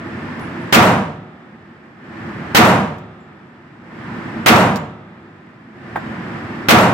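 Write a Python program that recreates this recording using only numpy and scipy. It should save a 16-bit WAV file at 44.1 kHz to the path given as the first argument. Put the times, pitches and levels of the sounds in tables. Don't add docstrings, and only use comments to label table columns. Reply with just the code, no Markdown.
import sys
import numpy as np
from scipy import signal
from scipy.fft import rfft, irfft, next_fast_len
from scipy.io import wavfile
from scipy.ndimage import uniform_filter1d, minimum_filter1d

SR = 44100
rng = np.random.default_rng(int(sys.argv[2]) if len(sys.argv) > 2 else 0)


def output_pcm(signal):
    pcm = np.clip(np.atleast_2d(signal).T, -1, 1) * 32767
    wavfile.write(sys.argv[1], SR, np.round(pcm).astype(np.int16))


N = 305613
TIME = np.arange(N) / SR
AGE = TIME[:2 ** 16]

# f/Hz, side minus mid/dB
ROOM_WIDTH = [(60, -18.5), (130, -29.5), (220, -17.5), (400, -6.5), (700, -10), (1300, -1.5), (2400, -1),
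              (4400, -2), (15000, 1)]


def undb(db):
    return 10 ** (np.asarray(db) / 20)


def lookup(table, hz):
    rows = np.array(table)
    return np.interp(np.log(np.maximum(hz, 1)), np.log(rows[:, 0]), rows[:, 1])


def bins(size):
    return np.fft.rfftfreq(size, 1 / SR)


def noise(table, size):
    white = rfft(rng.standard_normal((2, size)))
    return irfft(white * undb(lookup(table, bins(size))) * np.sqrt(SR / 2), size)


def diffuse(pair):
    size = pair.shape[1]
    width = undb(lookup(ROOM_WIDTH, bins(size)))
    mid, side = rfft(pair)
    return irfft(np.array([mid + width * side, mid - width * side]) / np.sqrt(1 + width ** 2), size)


def level(x, db):
    return x * undb(db) / np.sqrt(np.mean(x ** 2))


def fade(t, t60):
    return np.exp(-np.log(1000) * t / t60)


def hump(hz, centre_hz, octaves):
    return np.exp(-(np.log2(hz / centre_hz) / octaves) ** 2)


def add(out, s, sound):
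    start = int(s * SR)
    out[:, start:start + sound.shape[-1]] += sound[..., :N - start]


def ventilation(level_db=-26.5, waver_db=0.31):
    # f/Hz, relative density/dB
    air_colour = [(28, -18.5), (45, -19), (62, -15), (100, -3.5), (180, -2), (520, -14), (1800, -13),
                  (4100, -35.5), (5100, -37), (6200, -44.5), (8300, -45.5), (9600, -56), (11500, -55),
                  (15500, -61)]
    # f/Hz, width/Hz, lift/dB
    ducts = [(234.5, 49, 7), (339, 39, 8), (1003, 19, 3.5), (1230, 50, 1.5), (1784, 25, 5)]
    size = next_fast_len(N)
    lift_db = sum(db / (1 + (2 * (bins(size) - hz) / width) ** 2) for hz, width, db in ducts)
    rush = diffuse(noise(air_colour, size))
    air = irfft(rfft(rush) * undb(lift_db), size)[:, :N]
    waver = level(uniform_filter1d(rng.standard_normal(N), size=4000), 0)
    return level(air, level_db) * undb(waver_db * waver)


def brass(tick_t60=0.044, tumble_hz=14, tumble_depth=.4):
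    # t/s, ring f/Hz, ring level/dB, tick level/dB
    landings = [(.394, 7950, -64, -45), (.409, 10030, -43, -66), (.612, 10030, -51, -72),
                (.672, 7340, -49, -68), (2.984, 7260, -43, -35), (3.205, 7300, -46, -66),
                (4.7584, 7200, -23.5, -13.5), (4.768, 7160, -24, -17), (5.965, 7200, -51, -52)]
    # multiple of its ring frequency, level/dB, t60/s
    case_modes = [(1, -6, .3), (1.003, -15.5, .25), (1.6, -20, .16)]
    # f/Hz, relative density/dB
    tick_colour = [(1500, -13), (4800, 5), (6500, 0), (11000, -12.5), (14500, -3), (16000, -12)]
    out = np.zeros((2, N))
    for s, hz, ring_db, tick_db in landings:
        ring = sum(undb(db) * np.sin(2 * np.pi * (hz * ratio * AGE + rng.random((2, 1)) / 2))
                   * fade(AGE, t60) for ratio, db, t60 in case_modes)
        turns = tumble_hz * rng.uniform(1, 1.8) * AGE + rng.random((2, 1))
        tumble = 1 + tumble_depth * np.sin(2 * np.pi * turns)
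        tick = level(noise(tick_colour, len(AGE)), tick_db) * fade(AGE, tick_t60)
        add(out, s, undb(ring_db) * ring * tumble + tick)
    return out


def muzzle(blast_db=18, blast_s=0.001224, crack_t60=0.28, slap_t60=0.075):
    # f/Hz, density/dB
    crack_colour = [(25, -54), (90, -28), (350, -25.5), (700, -23.5), (1500, -23), (2800, -27),
                    (5600, -37.5), (8200, -42.5), (10000, -51.5), (12500, -42), (16000, -44)]
    # delay/s, level/dB
    slaps = [(.021, 6), (0.101, -8)]
    blast = -(1 - AGE / blast_s) * np.exp(-AGE / blast_s)
    slap_power = sum((undb(db) * (AGE > s) * fade(abs(AGE - s), slap_t60)) ** 2 for s, db in slaps)
    crack = noise(crack_colour, len(AGE)) * np.sqrt(fade(AGE, crack_t60) ** 2 + slap_power)
    return undb(blast_db) * blast + crack


def lane_envelope(hz, bass_corner_hz=166, air_corner_hz=18000, far_end_s=0.11):
    wall_t60 = .56 + 0.43 / (1 + (hz / bass_corner_hz) ** 2)
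    t60 = wall_t60 / (1 + (hz / air_corner_hz) ** 2)
    build_s = 0.036 / np.hypot(1, hz / 3200) + 0.043 * hump(hz, centre_hz=844, octaves=0.77)
    echo_db = -10.5 + 11 * hump(hz, centre_hz=193, octaves=.55)
    echo_age = np.maximum(AGE - far_end_s, 0)
    first, echo = ((1 - np.exp(-(t / build_s) ** 2)) * fade(t, t60) for t in (AGE, echo_age))
    return np.hypot(first, undb(echo_db) * echo)


def lane(modes_db=-1, phase_spread=.4):
    # f/Hz, density/dB
    reverb_colour = [(35, -51), (65, -26), (108, -16), (200, -15.5), (330, -17.5), (720, -11.5),
                     (1260, -13.5), (2500, -24), (4700, -38), (8300, -42), (10000, -46), (14400, -48)]
    # f/Hz, level/dB
    standing_waves = [(118, -4), (140, -5), (170, -6), (193, 2.5), (228, -0.5), (322, -11.5), (366, 3),
                      (466, 8), (525, -5), (584, 7), (620, 4), (727, 10), (823, -2.5), (950, 11), (1037, 2),
                      (1134, 6), (1232, 1), (1317, 2), (1627, -2)]
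    spectrum = rfft(diffuse(noise(reverb_colour, len(AGE))))
    octave = np.log2(np.maximum(bins(len(AGE)), 1))
    out = 0
    for centre in np.arange(4.5, 14.6, .5):
        band = irfft(spectrum * np.maximum(1 - 2 * abs(octave - centre), 0))
        power = uniform_filter1d(np.mean(band ** 2, axis=0), size=3000, mode="wrap")
        out = out + band * np.sqrt(power.mean() / power) * lane_envelope(2 ** centre)
    for hz, db in standing_waves:
        width = undb(lookup(ROOM_WIDTH, hz))
        phase = rng.uniform(0, 2 * np.pi) + phase_spread * width * rng.standard_normal((2, 1))
        out = out + undb(db + modes_db) * np.sin(2 * np.pi * hz * AGE + phase) * lane_envelope(hz)
    return out


def flutter_echo(round_trip_hz=52.53, t60=2.28, build_s=.08, uneven_db=2):
    # f/Hz, harmonic level/dB
    colour = [(50, -54.5), (105, -18.5), (160, -20), (260, -26.5), (360, -19.5), (500, -32.5), (725, -23),
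              (1030, -39), (1250, -23.5), (1600, -40), (2550, -42), (3000, -48.5), (3450, -43.5),
              (4500, -58.5)]
    period = int(round(SR / round_trip_hz))
    hz = bins(period)
    in_band = (hz > 0) & (hz < colour[-1][0])
    harmonics = undb(lookup(colour, hz) + uneven_db * rng.standard_normal(len(hz))) * in_band
    width = undb(lookup(ROOM_WIDTH, hz))
    phase = 2 * np.pi * rng.random(len(hz)) + width * rng.standard_normal((2, len(hz)))
    trip = irfft(harmonics * np.exp(1j * phase), period) * period / 2
    repeats = trip[:, np.arange(len(AGE)) % period]
    return repeats * (1 - np.exp(-AGE / build_s)) * fade(AGE, t60)


def wall_thump(delay_s=.032, build_s=0.017, t60=0.16):
    # f/Hz, level/dB
    modes = [(238, 16.9), (322, 15.9)]
    t = np.maximum(AGE - delay_s, 0)
    ring = sum(undb(db) * np.sin(2 * np.pi * hz * t) for hz, db in modes)
    return ring * (1 - np.exp(-(t / build_s) ** 2)) * fade(t, t60)


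def pistol():
    # t/s, strength/dB
    shots = [(0.7253, 0.5), (2.5476, 1.1), (4.461, 0.5), (6.6855, 0.5)]
    out = np.zeros((2, N))
    room = lane() + flutter_echo() + wall_thump()
    for s, db in shots:
        add(out, s, undb(db) * (muzzle() + room))
    return out


def bench(contact_s=0.00052, scatter_db=-27, scatter_t60=0.11, click_db=-33, click_t60=0.054):
    # t/s, level/dB
    knocks = [(5.958, -14), (5.9605, -11), (5.9677, -25), (5.973, -31), (5.979, -27)]
    # f/Hz, level/dB, t60/s
    board_modes = [(730, -7, 0.041), (807, -4, 0.028), (900, -1.5, 0.031), (1010, 5.5, 0.017),
                   (1313, 2.5, 0.023), (1580, -4.5, 0.039), (1850, -7, 0.036), (2040, -19, .025),
                   (3430, -17, 0.012)]
    out = np.zeros((2, N))
    ring = sum(undb(db) * np.sin(2 * np.pi * hz * AGE) * fade(AGE, t60) for hz, db, t60 in board_modes)
    ring *= 1 - np.exp(-AGE / contact_s)
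    for s, db in knocks:
        click = undb(click_db) * rng.standard_normal((2, len(AGE))) * fade(AGE, click_t60)
        add(out, s, undb(db) * (ring + click))
    walls = undb(scatter_db) * rng.standard_normal((2, len(AGE))) * fade(AGE, scatter_t60)
    return out + signal.fftconvolve(out, walls, axes=-1)[:, :N]


def scene():
    left, right = pistol() + brass() + bench() + ventilation()
    return np.array([left, np.pad(right, (2, 0))[:N]])


def gain_control(x, ceiling_db=-3, hold_s=1.049, recover_s=0.12, start_db=-2.5):
    peak_db = 20 * np.log10(abs(x).max(axis=0) + 1e-9)
    wanted_db = np.minimum(ceiling_db - peak_db, 0)
    half_hold = int(hold_s * SR / 2)
    held_db = minimum_filter1d(wanted_db, 2 * half_hold + 1, origin=half_hold, mode="constant")
    recovery = np.exp(-TIME / recover_s)
    gain_db = np.minimum(np.minimum.accumulate(held_db / recovery), start_db) * recovery
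    return x * undb(gain_db)


def record(dry, overload_db=12, low_cut_hz=62, smear_hz=900, balance_db=-1.04, top_hz=15900):
    squashed = dry / np.sqrt(np.hypot(1, (dry / undb(overload_db)) ** 2))
    pole = np.exp(-2 * np.pi * smear_hz / SR)
    out = signal.lfilter([pole, -1], [1, -pole], gain_control(squashed))
    out = signal.sosfilt(signal.butter(2, low_cut_hz, "high", fs=SR, output="sos"), out)
    balance = undb(np.array([[balance_db], [-balance_db]]) / 2)
    out = np.clip(out * balance, -1, 1)
    return signal.sosfilt(signal.ellip(10, .1, 70, top_hz, fs=SR, output="sos"), out)


dry = scene()
out = record(dry)
output_pcm(out)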